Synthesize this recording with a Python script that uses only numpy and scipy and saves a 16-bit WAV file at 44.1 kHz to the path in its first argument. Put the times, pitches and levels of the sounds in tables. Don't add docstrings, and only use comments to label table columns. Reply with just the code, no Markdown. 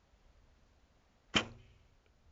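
import sys
import numpy as np
from scipy import signal
from scipy.fft import rfft, irfft, next_fast_len
from scipy.io import wavfile
from scipy.ndimage import map_coordinates

SR = 44100
rng = np.random.default_rng(int(sys.argv[2]) if len(sys.argv) > 2 else 0)


def unload_wav(signal):
    wavfile.write(
        sys.argv[1],
        SR,
        np.round(np.clip(np.atleast_2d(signal).T, -1, 1) * 32767).astype(np.int16),
    )


N = 102179
T = np.arange(N) / SR

PUSH_S, PUSH_WIDTH_S, PUSH_DB = 1.3569, 0.00099, -23.5
# (frequency [Hz], starting level [dB], decay by 60 dB [s])
STRING_PARTIALS = [(118, -46.5, 1.0), (236, -37, .43), (354, -44, .4), (378, -62, 1.3), (472, -47, .4),
                   (295, -44, .2), (540, -48, .4), (630, -48, .3), (745, -48, .3)]
STRING_S, FLAT_SHARE, SETTLE_S = 1.358, .125, .06
LIMBS_HZ, LIMBS_DB, LIMBS_T60 = 93.5, -49, 1.2
# (frequency [Hz], level [dB], decay by 60 dB [s])
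THUD_MODES = [(70, -39, .1)]

# (time [s], bright ring [dB], middle knock [dB], treble tick [dB])
KNOCKS_IN_BOW = [(1.3411, -46.5, -35.5, -47), (1.3463, -50.5, -37.5, -51.5), (1.3528, -38, -43, -46.5),
                 (1.362, -41, -41, -41.5), (1.3646, -18, -32, -40), (1.36622, -22, -43, -38),
                 (1.36881, -24, -36, -40), (1.37141, -25, -36, -28), (1.3738, -26.5, -31, -36.5),
                 (1.3761, -41.5, -41.5, -33.5), (1.3790, -36, -43, -47), (1.3840, -25, -36.5, -54),
                 (1.3885, -30, -32.5, -49.5), (1.394, -36, -36, -46.5), (1.3969, -31.5, -39.5, -45),
                 (1.4045, -41.5, -39, -53), (1.4078, -47.5, -34.5, -56)]
# (frequency [Hz], level relative to the knock [dB], decay by 60 dB [s])
BRIGHT_MODES = [(2445, -9.5, .04), (2795, -8.5, .03), (3085, -1.5, .02)]
MIDDLE_MODES = [(512, -7.5, 0.061), (625, -13, 0.034), (1120, -7.5, 0.042), (1427, -5.5, 0.039),
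                (1950, -8, 0.034)]
TREBLE_MODES = [(5400, -5, .018), (6050, -1, .012), (6550, -2, .012), (7060, -4, .012)]
# (frequency [Hz], level [dB], decay by 60 dB [s])
LINGER_MODES = [(1060, -47, .25), (1390, -48, .25), (1800, -54, .25), (2160, -54, .22), (2480, -47, .24),
                (5580, -58, .3), (7010, -57, .3)]
SLAP_S = 1.3646
ATTACK_S = 0.00035

# (time [s], level [dB])
RUSTLE_LEVEL = [(1.33, -71), (1.339, -58), (1.342, -43), (1.35, -44.5), (1.356, -40), (1.366, -29.5),
                (1.377, -31), (1.382, -38), (1.396, -38), (1.412, -43), (1.43, -49), (1.51, -63.5),
                (1.54, -67), (1.62, -81)]
# (frequency [Hz], relative level per Hz [dB])
RUSTLE_BRIGHT = [(120, -20), (200, -6), (650, -3), (880, -8.5), (1170, -4), (1800, -6), (3000, -4),
                 (3400, -15.5), (4700, -18.5), (7000, -17.5), (8000, -27)]
RUSTLE_DULL = [(120, -16), (350, -1.5), (750, -8), (1100, -10), (1900, -19), (2480, -13), (3300, -20.5),
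               (4600, -30.5), (5600, -26), (7000, -28.5), (8000, -37)]
DULLS_S, DULLS_OVER_S = 1.385, .04

# (time [s], level [dB], frequency [Hz], decay by 60 dB [s])
SMALL_TICKS = [(1.3006, -61, 1900, .012), (1.3006, -66, 3900, .01), (1.5180, -50.5, 4300, .008)]
# (frequency [Hz], level relative to the landing [dB], decay by 60 dB [s])
TARGET_MODES = [(420, -6, .03), (1450, -9, .03), (2400, 1, .01), (2800, -3, .008)]
LAND_S, LAND_DB = 2.0622, -55

# (frequency [Hz], gain [dB])
TREES_COLOUR = [(300, -20), (1500, -13.5), (2200, 1), (3000, 0.5), (3600, 1), (5000, -4), (8000, -5)]
TREES_S, TREES_DB, TREES_T60 = .221, -33.5, 1
RING_SENT_DB = -9

# (time [s], level [dB])
WIND_LEVEL = [(0.0, -73.5), (0.4, -67.5), (0.5, -69.5), (0.82, -72.5), (0.94, -72.5), (1.01, -72),
              (1.18, -76), (1.29, -71.5), (1.43, -70), (1.49, -61), (1.84, -72), (2.1, -72), (2.23, -68),
              (2.31, -62.5)]
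WIND_LIFT_DB = 2.5
# (frequency [Hz], relative level per Hz [dB])
RUMBLE_COLOUR = [(8.8, -31.5), (15, -2.5), (65, -0.5), (82, -5), (102, -13.5), (140, -13), (200, -26.5),
                 (260, -45.5), (440, -120)]
# (frequency [Hz], relative level per Hz [dB])
HISS_COLOUR = [(76, -32), (130, -7), (245, -1), (327, -8), (626, -6), (851, -10.5), (992, -10.5),
               (6380, -23), (7070, -23), (7700, -32.5), (10000, -55), (16900, -120)]
# (time [s], offset [dB])
HISS_OFFSET = [(0, -0.5), (.5, 0.5), (1.2, -0.5), (1.8, -0.5), (2.32, -2.5)]
HISS_BASE_DB = -73.5

FLOOR_DB = -100
TOP_HZ = 7900


def amp(db):
    return 10 ** (np.asarray(db) / 20)


def unit(x):
    return x / np.sqrt(np.mean(x ** 2) + 1e-20)


def filtered(x, response):
    size = next_fast_len(N + SR // 2)
    hz = np.fft.rfftfreq(size, 1 / SR)
    return irfft(rfft(x, size) * response(hz), size)[:N]


def coloured(x, points):
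    point_hz, db = np.transpose(points)
    return filtered(x, lambda hz: amp(np.interp(np.log(hz + 1), np.log(point_hz + 1), db)))


def noise(points):
    return unit(coloured(rng.standard_normal(N), points))


def wobble(rate):
    knots = rng.standard_normal(int(N * rate / SR) + 4)
    return map_coordinates(knots, [T * rate])


def ring(start_s, db, modes, scatter_db):
    out = np.zeros(N)
    first = int(start_s * SR) + 1
    t = T[first:first + SR // 3] - start_s
    scatter = scatter_db * rng.standard_normal(len(modes))
    body = np.zeros(len(t))
    for (hz, level, t60), change in zip(modes, scatter):
        body += amp(db + level + change - 60 * t / t60) * np.sin(2 * np.pi * hz * t)
    out[first:first + len(t)] = (1 - np.exp(-t / ATTACK_S)) * body
    return out


def string():
    u = (T - PUSH_S) / PUSH_WIDTH_S
    push = -amp(PUSH_DB) * (1 - 0.86 * u ** 2) * np.exp(-u ** 2 / 2)

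    since_push = np.clip(T - PUSH_S, 0, None)
    limbs = amp(LIMBS_DB - 60 * since_push / LIMBS_T60) * np.sin(2 * np.pi * LIMBS_HZ * since_push)
    thud = ring(PUSH_S, 0, THUD_MODES, scatter_db=0)

    t = np.clip(T - STRING_S, 0, None)
    clock = t - FLAT_SHARE * SETTLE_S * (1 - np.exp(-t / SETTLE_S))
    partials = sum(amp(db - 60 * t / t60) * np.sin(2 * np.pi * hz * clock)
                   for hz, db, t60 in STRING_PARTIALS)
    return push + limbs + thud + partials


def fittings():
    knocks = np.zeros(N)
    for s, bright_db, middle_db, treble_db in KNOCKS_IN_BOW:
        knocks += ring(s, bright_db, BRIGHT_MODES, scatter_db=1.5)
        knocks += ring(s, middle_db, MIDDLE_MODES, scatter_db=2.5)
        knocks += ring(s, treble_db, TREBLE_MODES, scatter_db=2.5)
    flicker = amp(3 * wobble(60))
    return knocks + flicker * ring(SLAP_S, 0, LINGER_MODES, scatter_db=1.5)


def rustle():
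    s, db = np.transpose(RUSTLE_LEVEL)
    late = np.clip((T - DULLS_S) / DULLS_OVER_S, 0, 1)
    mix = np.sqrt(1 - late) * noise(RUSTLE_BRIGHT) + np.sqrt(late) * noise(RUSTLE_DULL)
    level_db = np.interp(T, s, db, left=-120, right=-120)
    return amp(level_db + 2.2 * wobble(300)) * mix


def small_ticks():
    return sum(ring(s, db, [(hz, 0, t60)], scatter_db=0) for s, db, hz, t60 in SMALL_TICKS)


def arrow_landing():
    return -ring(LAND_S, LAND_DB, TARGET_MODES, scatter_db=1)


def trees(sent):
    t = T - TREES_S
    tail = (t > 0) * amp(-60 * t / TREES_T60) * rng.standard_normal(N)
    answer = signal.fftconvolve(sent, tail / np.linalg.norm(tail))[:N]
    return amp(TREES_DB) * coloured(answer, TREES_COLOUR)


def wind():
    s, db = np.transpose(WIND_LEVEL)
    rumble = noise(RUMBLE_COLOUR + [(400, -59)])
    lumps = unit(amp(0.94 * wobble(36)) * rumble)
    return amp(np.interp(T, s, db) + WIND_LIFT_DB) * lumps


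def hiss():
    s, offset_db = np.transpose(HISS_OFFSET)
    level_db = HISS_BASE_DB + np.interp(T, s, offset_db) + 0.47 * wobble(6)
    return amp(level_db) * noise([(60, -28)] + HISS_COLOUR)


def scene():
    knocks, swish = fittings(), rustle()
    answer = trees(swish + amp(RING_SENT_DB) * knocks)
    bow = string() + knocks + swish
    small_sounds = small_ticks() + arrow_landing()
    return (bow + small_sounds + answer + wind() + hiss())[None]


def record(dry):
    cut = filtered(dry[0], lambda hz: (hz < TOP_HZ) / (1 + (hz / 7500) ** 50))
    return (cut + amp(FLOOR_DB) * rng.standard_normal(N))[None]


dry = scene()
out = record(dry)
unload_wav(out)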